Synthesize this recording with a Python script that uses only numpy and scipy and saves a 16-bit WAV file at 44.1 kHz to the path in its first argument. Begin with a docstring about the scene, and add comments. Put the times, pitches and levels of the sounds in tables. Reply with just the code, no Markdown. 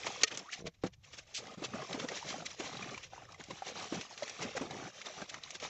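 """At a kitchen sink, a plastic basin is washed by hand under the tap, heard close up.
The stream sprays, gurgles and drums; handfuls of water splash down and drops tick. The water is
modelled as trapped air bubbles, each a damped oscillator, over the noise of froth.
Early on a knife clacks once, and the tap judders shut for a moment while the basin bumps into
the sink; these struck bodies ring in their normal modes."""
import sys
import numpy as np
from scipy import signal
from scipy.fft import rfft, irfft, next_fast_len
from scipy.io import wavfile
from scipy.ndimage import uniform_filter1d, map_coordinates

SR = 44100
rng = np.random.default_rng(int(sys.argv[2]) if len(sys.argv) > 2 else 0)


def wav_record(signal):
    """Record a signal, one row per channel, as 16-bit PCM in the file named by sys.argv[1]."""
    frames = np.transpose(np.atleast_2d(signal))
    bounded = np.clip(frames, -1, 1)
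    # unit amplitude maps onto the largest positive 16-bit level
    quanta = np.round(bounded * 32767).astype(np.int16)
    wavfile.write(sys.argv[1], SR, quanta)


N = 250929
TIME = np.arange(N) / SR
HIT = np.arange(SR // 6) / SR  # time since a contact [s]

# Noise spectra: (frequency [Hz], relative spectral level [dB])
ROOM_SPECTRUM = [(50, -10.5), (140, -1.5), (400, -14), (2000, -26.5), (7500, -26)]  # the kitchen at rest
RUMBLE_SPECTRUM = [(25, -7.5), (45, -8.5), (80, -1.5), (115, -2), (170, -9)]
HISS_SPECTRUM = [(8500, -5.5), (11500, -6), (13300, 0.5), (14200, -10)]
SPURT_SPECTRUM = [(530, -58), (900, -28), (1180, -31), (1520, -16), (2690, -4), (6170, -4), (7800, -11),
                  (10100, -41), (17200, -120)]  # the tap opening
SPRAY_SPECTRUM = [(500, -35), (1200, -5.5), (1500, -7), (2050, 0), (2500, 1), (2950, -1), (3900, -1),
                  (4700, -5), (5400, -2), (5950, -1), (6700, -4), (7400, -10), (8000, -19)]  # fine droplets
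GURGLE_SPECTRUM = [(200, -14), (380, -4), (520, -1), (780, -1), (920, -7), (1080, -5), (1230, -3),
                   (1450, -10), (1900, -10), (3000, -9)]  # pooled water
DRUM_SPECTRUM = [(20, -15), (45, -19), (80, -8.5), (125, -0.5), (200, 0), (300, -3), (420, -3),
                 (700, -27.5)]  # water pounding basin and sink
SLOSH_SPECTRUM = [(150, 5), (400, 2.5), (700, -2.5), (1300, -5.5), (2400, -12), (5000, -16.5), (7500, -22)]  # handfuls landing
# Envelopes: (time [s], relative level [dB])
RUMBLE_LEVELS = [(0, -66), (.5, -79.5), (.95, -60.5), (1.4, -71.5), (2.7, -66.5), (3.05, -62),
                 (4.15, -76.5), (4.55, -66.5), (5.0, -80), (5.69, -63)]
JET_LEVELS = [(0, -49.5), (.14, -47), (.44, -60.5), (.6, -54.5), (.71, -80), (1.0, -84.5), (1.07, -62.5),
              (1.26, -63), (1.33, -60), (1.6, -58.5), (1.97, -50), (2.55, -53.5), (2.87, -49),
              (3.08, -59.5), (3.3, -63), (3.78, -48.5), (4.08, -52.5), (4.33, -50), (4.85, -54.5),
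              (5.14, -51.5), (5.42, -56.5), (5.69, -51.5)]  # the tap shuts near 0.7 s and opens again
# Contacts of solid bodies: (time [s], relative level [dB])
TAP_CONTACTS = [(.59, -48), (.604, -45), (.621, -43), (.642, -40.5), (.653, -38), (.667, -37), (.68, -40)]
BASIN_CONTACTS = [(.8358, -22), (.8425, -28.5), (.8475, -30.5), (.862, -33.5)]
KNIFE_CONTACTS = [(.2332, -24), (.2345, -13), (.2382, -19), (.2415, -24)]
# Normal modes: (frequency [Hz], relative level [dB], 60 dB decay time [s])
PIPE_MODES = [(172, -2.5, 0.061), (350, -8, 0.054), (470, -3, 0.05), (665, -11.5, .05)]
SINK_MODES = [(111, -10.5, 0.086), (185, -7, 0.094), (255, -1, 0.037), (342, 2.5, 0.032), (506, -5, 0.059),
              (677, -11, 0.045), (800, -12, 0.042), (1120, -28, 0.037), (1350, -38.5, .04),
              (1570, -24, 0.045)]
KNIFE_MODES = [(296, -23.5, 0.022), (440, -11.5, 0.052), (1260, -17.5, 0.051), (1850, -15, 0.045),
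               (1920, -10.5, 0.019), (2760, -16, 0.023), (3270, -18, 0.026), (3910, -14, 0.023),
               (4340, -6.5, 0.022), (4660, -7, 0.021), (5440, -17, 0.035), (6000, -7.5, .025),
               (6370, -16, 0.03), (6920, -7, 0.018)]
# Single resonances: (time [s], relative level [dB], frequency [Hz])
BASIN_BUMPS = [(1.574, -36, 186), (1.62, -30.5, 350), (1.741, -29.5, 212), (1.944, -29, 262),
               (2.04, -29, 253), (2.597, -30, 332), (3.923, -25.5, 293), (3.971, -32, 196),
               (4.45, -32.5, 215), (4.611, -24.5, 261), (5.217, -36, 199)]  # hands and water on the basin
AIR_POCKETS = [(.103, -33.5, 791), (.159, -43, 1110), (1.622, -39.5, 568), (1.801, -36, 640),
               (1.82, -42, 1100), (1.91, -32, 790), (1.977, -36, 423), (2.046, -32, 493), (2.118, -36, 720),
               (2.227, -33.5, 930), (2.327, -34, 1220), (2.342, -33.5, 786), (2.423, -36.5, 703),
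               (2.976, -38.5, 1010), (3.133, -37.5, 765), (3.179, -39.5, 930), (3.221, -43.5, 729),
               (3.291, -42, 1210), (3.504, -37, 515), (3.621, -28, 784), (3.81, -33.5, 1220),
               (4.109, -41.5, 890), (4.223, -25.5, 588), (4.551, -32, 536), (4.577, -30, 685),
               (4.709, -35, 754), (5.216, -37.5, 597), (5.342, -36.5, 1220)]  # large bubbles closing
# A thin squirt as the hand reaches the tap: (time [s], frequency [Hz], level [dB])
SQUIRT_GLIDE = [(0.444, 870, -69), (0.46, 1000, -52), (.468, 1150, -63), (.484, 1040, -52),
                (0.493, 1405, -46), (.498, 2000, -49), (.505, 2500, -56), (.512, 2600, -78)]
# Drops hitting hard: (time [s], smack level [dB], frequency [Hz], ring over smack [dB])
DROP_IMPACTS = [(0.0333, -45.5, 2410, 14), (0.374, -38.5, 6330, 15), (1.4697, -49, 2050, 3),
                (1.9297, -41.5, 4020, 16), (2.0867, -38, 1876, 6), (2.7703, -48, 3920, 19),
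                (2.825, -50, 2410, 23.5), (2.944, -50, 2330, 21), (2.9779, -45.5, 2300, -7),
                (3.321, -53, 5200, 15), (3.3436, -56.5, 2030, 17.5), (3.4386, -49.5, 5870, 6),
                (4.0112, -40, 2700, -8), (4.1774, -45.5, 2250, 0), (4.279, -47, 2070, 0),
                (4.2954, -43, 5700, 14), (4.7088, -48.5, 3790, 16), (5.016, -45, 2150, 0),
                (5.0662, -51.5, 3600, 24), (5.2175, -43.5, 1594, 11), (5.296, -49, 3460, 18),
                (5.3424, -42.5, 1850, 10), (5.436, -45.5, 3920, 16.5), (5.5054, -42.5, 5870, 15),
                (5.6, -45.5, 2600, 2)]
# Handfuls landing: (peak time [s], rise width [s], spray level [dB], slosh level [dB])
HANDFULS = [(.07, 0.0049, -36.5, -37), (.219, 0.0054, -40, -47), (0.28, 0.0044, -40, -60),
            (.32, 0.006, -43.5, -45), (.352, 0.0067, -47, -52), (0.395, 0.0049, -46, -59),
            (0.535, 0.0078, -38.5, -72), (0.672, 0.0052, -42, -45), (.748, 0.005, -68, -77),
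            (.826, 0.0041, -63, -74), (.87, 0.0043, -47, -50), (.938, 0.0049, -59, -73),
            (1.046, 0.0048, -55, -78.5), (1.141, 0.0072, -49.5, -58), (1.188, 0.0059, -45, -56),
            (1.649, 0.0067, -38, -45), (2.001, 0.0041, -40.5, -48), (2.12, 0.0052, -62, -41),
            (2.168, 0.016, -42.5, -51), (2.3, 0.017, -41, -63), (2.464, 0.0041, -38, -60),
            (2.512, .005, -48, -62), (2.603, 0.0057, -43, -44.5), (2.66, 0.017, -45.5, -63),
            (3.041, 0.0074, -47, -75), (3.407, 0.0072, -53, -47), (3.511, 0.0048, -46, -44.5),
            (3.68, 0.011, -44, -52), (3.952, 0.0063, -44.5, -42.5), (4.233, 0.0041, -42, -44),
            (4.429, 0.01, -40, -44.5), (4.573, 0.0052, -40, -36.5), (5.066, 0.0087, -46.5, -50.5),
            (5.299, 0.0047, -45, -63), (5.555, 0.0046, -42.5, -50), (5.645, .013, -43, -47)]
# Sheets pouring off the tilted basin: (start [s], length [s], gurgle level [dB], drum level [dB])
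POURED_SHEETS = [(0.039, 0.051, -49.5, -51), (0.306, 0.12, -55.5, -58), (1.372, 0.17, -53.5, -59),
                 (1.585, 0.15, -59, -54), (1.729, 0.11, -46.5, -51), (1.888, .16, -46.5, -49.5),
                 (2.075, .08, -50.5, -60), (2.241, 0.21, -51.5, -52), (2.595, 0.1, -49.5, -54),
                 (2.715, 0.23, -51.5, -51.5), (3.116, 0.25, -59.5, -67), (3.481, 0.051, -61, -50),
                 (3.657, 0.201, -50.5, -57), (3.914, .085, -56.5, -48), (4.386, .1, -49, -49),
                 (4.555, .325, -50, -50), (5.05, 0.064, -52.5, -71), (5.165, 0.058, -50, -56.5),
                 (5.31, 0.077, -56, -61), (5.612, 0.046, -46.5, -64)]
# A hand or the sponge catches the stream: (time [s])
CATCH_TIMES = [.264, .298, .635, 1.255, 1.57, 1.975, 2.06, 2.44, 2.565, 3.09, 3.275, 3.37, 3.622, 3.737,
               4.085, 4.16, 4.69, 4.92, 5.037, 5.272, 5.405, 5.585]


def amp(db):
    """The decibel scale: 20 dB is a factor of ten in amplitude."""
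    return 10 ** (np.asarray(db) / 20)


def unit(x):
    """Normalisation to rms 1."""
    return x / np.sqrt(np.mean(x ** 2) + 1e-20)


def filtered(x, response):
    """Linear filtering: the spectrum is multiplied by a frequency response."""
    size = next_fast_len(len(x) + SR // 4)
    return irfft(rfft(x, size) * response(np.fft.rfftfreq(size, 1 / SR)), size)[:len(x)]


def coloured(x, spectrum):
    """Spectral shaping on a log frequency axis, falling away beyond the table's ends; rms 1."""
    knots, db = np.transpose([(spectrum[0][0] / 2, -60), *spectrum, (spectrum[-1][0] * 2, -90)])
    return unit(filtered(x, lambda hz: amp(np.interp(np.log(hz + 1), np.log(knots), db))))


def noise(spectrum, size=N):
    """Source and filter: white noise takes on the given spectrum."""
    return coloured(rng.standard_normal(size), spectrum)


def wobble(rate):
    """Random modulation: a smooth curve through `rate` random values a second."""
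    return map_coordinates(rng.standard_normal(int(N * rate / SR) + 4), [TIME * rate])


def fade(t, t60):
    """Exponential damping: 60 dB of decay in t60."""
    return np.exp(-np.log(1000) * t / t60)


def add(track, start, sound):
    """Superposition: a sound joins the track at start [s]."""
    part = track[max(round(start * SR), 0):][:len(sound)]
    part += sound[:len(part)]


def resonance(t, hz, cycles, rise, onset_cycles):
    """A damped oscillator, 60 dB down after `cycles`; `rise` lifts the pitch, as in a surfacing bubble."""
    age = t * hz / cycles
    phase = 2 * np.pi * hz * t * (1 + rise * np.minimum(age, 2) / 2)
    return np.sin(phase) * fade(age, 1) * (1 - np.exp(-t * hz / onset_cycles))


def smack(hz, octaves, t60):
    """A brief wet impact has a broad spectrum: decaying noise centred on hz."""
    hump = lambda f: 1 / (1 + (np.log2((f + 1) / hz) / octaves) ** 2)
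    return unit(filtered(rng.standard_normal(len(HIT)), hump)) * fade(HIT, t60)


def background():
    """Ambient noise: the still kitchen and a faint, uneven rumble."""
    rumble_db = np.interp(TIME, *np.transpose(RUMBLE_LEVELS)) - 2
    return amp(rumble_db) * noise(RUMBLE_SPECTRUM) + amp(-79.5) * noise(ROOM_SPECTRUM)


def struck(contacts, modes, scrape_gain, scrape_t60, spectrum):
    """Modal superposition: each contact excites the modes at new strengths, with a scrape of noise."""
    out = np.zeros(N)
    attack = 1 - np.exp(-HIT / 0.00015)
    for start, db in contacts:
        ring = np.zeros(len(HIT))
        for k, (hz, mode_db, t60) in enumerate(modes):
            gain = (-1) ** k * amp(mode_db + rng.normal(0, 1))
            ring += gain * fade(HIT, t60) * np.sin(2 * np.pi * hz * HIT)
        scrape = scrape_gain * noise(spectrum, len(HIT)) * fade(HIT, scrape_t60)
        add(out, start, amp(db) * (ring + scrape) * attack)
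    return out


def tap_judder():
    """Repeated impulses from the closing tap excite the modes of its pipe."""
    return struck(TAP_CONTACTS, PIPE_MODES, scrape_gain=0.23, scrape_t60=0.04, spectrum=DRUM_SPECTRUM)


def basin_landing():
    """Impact excitation: the basin lands and rocks, sounding the low modes of the sink."""
    return struck(BASIN_CONTACTS, SINK_MODES, scrape_gain=0.29, scrape_t60=0.078, spectrum=SLOSH_SPECTRUM)


def knife_clack():
    """Temporal fusion: contacts milliseconds apart ring the knife and are heard as one clack."""
    return struck(KNIFE_CONTACTS, KNIFE_MODES, scrape_gain=0.48, scrape_t60=0.028,
                  spectrum=SPRAY_SPECTRUM)


def bumps():
    """Heavy damping: the hand-held basin gives only a few low cycles and a dull wet slap."""
    out = np.zeros(N)
    for start, db, hz in BASIN_BUMPS:
        slap = smack(hz * 1.5, octaves=1, t60=0.11) * (1 - np.exp(-HIT / 0.0038))
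        thud = resonance(HIT, hz, cycles=9.4, rise=0, onset_cycles=1)
        add(out, start, amp(db) * (1.8 * thud + 0.37 * slap))
    return out


def squirt():
    """Resonant frequency rises as an air pocket shrinks: it sings unsteadily upwards."""
    times, hz, db = np.transpose(SQUIRT_GLIDE)
    pitch = np.interp(TIME, times, hz) * (1 + 0.08 * wobble(400))
    level = np.interp(TIME, times, amp(db), left=0, right=0) * amp(2.5 * wobble(300))
    return level * np.sin(2 * np.pi * np.cumsum(pitch) / SR)


def plops():
    """Large bubbles resonate low: each closes in the pooled water with a soft splat."""
    out = np.zeros(N)
    for start, db, hz in AIR_POCKETS:
        splat = 0.055 * smack(hz, octaves=0.87, t60=0.06)
        ring = resonance(HIT, hz, cycles=17.2, rise=0.031, onset_cycles=2.7)
        add(out, start, amp(db + 8.5) * (ring + splat))
    return out


def drops():
    """Air entrainment: a drop smacks the wet plastic, traps one small bubble and scatters into mist."""
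    out = np.zeros(N)
    for start, db, hz, ring_db in DROP_IMPACTS:
        mist = 1.21 * noise(SPRAY_SPECTRUM, len(HIT)) * fade(HIT, 0.038)
        impact = smack(hz, octaves=0.36, t60=0.042)
        ring = amp(ring_db) * resonance(HIT, hz, cycles=62, rise=0.013, onset_cycles=7.3)
        add(out, start, amp(db) * (impact + mist + ring))
    return out


def gush(start, length, attack_s=0.011, release_s=0.012):
    """Amplitude envelope of a run of water: linear attack, hold, exponential release."""
    age = TIME - start
    return np.clip(age / attack_s, 0, 1) * np.exp(-np.maximum(age - length, 0) / release_s)


def spurt():
    """A noise transient: air and water spit from the spout as the tap opens."""
    return amp(-39.5) * gush(start=1.339, length=0.044) * noise(SPURT_SPECTRUM)


def bubbles(per_s, band_hz, cycles, rise, samples, spread_db=3.5):
    """Incoherent summation: bubbles ring at random times, pitches and strengths."""
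    low_hz, high_hz = band_hz
    when, pitch, strength, life = rng.random((int(per_s * N / SR), 4)).T[:, :, None]
    hz = low_hz * (high_hz / low_hz) ** pitch
    gain = amp(-spread_db * np.log(strength + 0.054)) * hz / low_hz
    rings = gain * resonance(np.arange(samples) / SR, hz, cycles * (0.5 + life), rise, cycles / 20)
    positions = (when * N).astype(int) + np.arange(samples)
    return np.bincount(positions.ravel(), rings.ravel(), N)[:N]


def hollowed(x, depth_db=2.4):
    """Interference of echoes in the turning basin, imitated by random gains in shifting narrow bands."""
    spectra = signal.stft(x, nperseg=1024)[2]
    ripple = uniform_filter1d(rng.standard_normal(spectra.shape), size=3, axis=0)  # over frequency
    ripple = uniform_filter1d(ripple, size=12, axis=1)  # over time
    return signal.istft(spectra * amp(depth_db * unit(ripple)), nperseg=1024)[1][:N]


def water(cloud, spectrum, froth_db, flutter_db):
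    """Modulated noise: bubbles and froth flutter as the flow breaks up, while mean power stays steady."""
    froth = amp(froth_db) * rng.standard_normal(N)
    texture = hollowed(coloured(unit(cloud) + froth, spectrum)) * amp(flutter_db * wobble(90))
    running_power = np.abs(uniform_filter1d(texture ** 2, size=1200))
    return texture / np.sqrt(running_power + 1e-9)


def splashes():
    """Bubble resonance in bursts: each handful breaks into a swell of droplets over a duller slosh."""
    spray, slosh = np.zeros(N), np.zeros(N)
    for peak, rise_s, spray_db, slosh_db in HANDFULS:
        width = np.where(TIME < peak, rise_s, rise_s * 1.09)  # the fall is slightly slower
        swell = np.exp(1 - np.hypot((TIME - peak) / width, 1))
        spray += amp(spray_db) * swell
        slosh += amp(slosh_db) * swell
    small = bubbles(per_s=2000, band_hz=(1500, 8000), cycles=26, rise=0.03, samples=700)
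    droplets = water(small, SPRAY_SPECTRUM, froth_db=4, flutter_db=0.5)
    large = bubbles(per_s=600, band_hz=(350, 2800), cycles=12, rise=0.06, samples=1600, spread_db=4)
    pool = water(large, SLOSH_SPECTRUM, froth_db=2, flutter_db=0.5)
    return spray * droplets + slosh * pool


def stream(sway_db=1, catch_width_s=0.014, catch_depth_db=7):
    """Incoherent sources add in power: jet and pours both feed the spray, gurgling and drumming."""
    jet_db = np.interp(TIME, *np.transpose(JET_LEVELS))
    jet = amp(jet_db + sway_db * wobble(28))  # the jet wanders over the basin
    poured, pounding = np.zeros(N), np.zeros(N)
    for start, length, gurgle_db, drum_db in POURED_SHEETS:
        sheet = gush(start, length)
        poured += amp(gurgle_db) * sheet
        pounding += amp(drum_db) * sheet
    spray = np.hypot(amp(-1) * jet, amp(-8) * poured)
    gurgle = np.hypot(amp(-5.5) * jet, poured)
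    drum = np.hypot(amp(-15.5) * jet, pounding)

    small = bubbles(per_s=1600, band_hz=(1400, 8000), cycles=28, rise=0.03, samples=800)
    fizz = water(small, SPRAY_SPECTRUM, froth_db=5.5, flutter_db=0.9)
    large = bubbles(per_s=420, band_hz=(400, 2000), cycles=14, rise=0.04, samples=1800)
    pool = water(large, GURGLE_SPECTRUM, froth_db=2, flutter_db=0.6)
    thuds = bubbles(per_s=170, band_hz=(103, 504), cycles=6.1, rise=0, samples=3000, spread_db=3.3)
    floor = water(thuds, DRUM_SPECTRUM, froth_db=8, flutter_db=3)
    caught = sum(np.exp(-((TIME - when) / catch_width_s) ** 2) for when in CATCH_TIMES)
    return amp(-catch_depth_db * caught) * (spray * fizz + gurgle * pool + drum * floor)


def scene():
    """Superposition of direct sound: knife, basin, tap and water over the quiet kitchen."""
    solids = amp(-0.5) * knife_clack() + amp(-2.5) * basin_landing() + tap_judder()
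    wet = stream() + spurt() + splashes() + drops() + plops() + squirt()
    return (solids + wet + bumps() + background())[None]


def record(dry, cutoff_hz=7900, hiss_top_hz=14200):
    """Band limiting: a steep low-pass cuts the scene's top, and only a faint hiss lies above it."""
    hiss = amp(-95) * noise(HISS_SPECTRUM)
    band = filtered(dry[0], lambda hz: 1 / np.sqrt(1 + (hz / cutoff_hz) ** 90))
    return filtered(band + hiss, lambda hz: hz < hiss_top_hz)[None]


dry = scene()
out = record(dry)
wav_record(out)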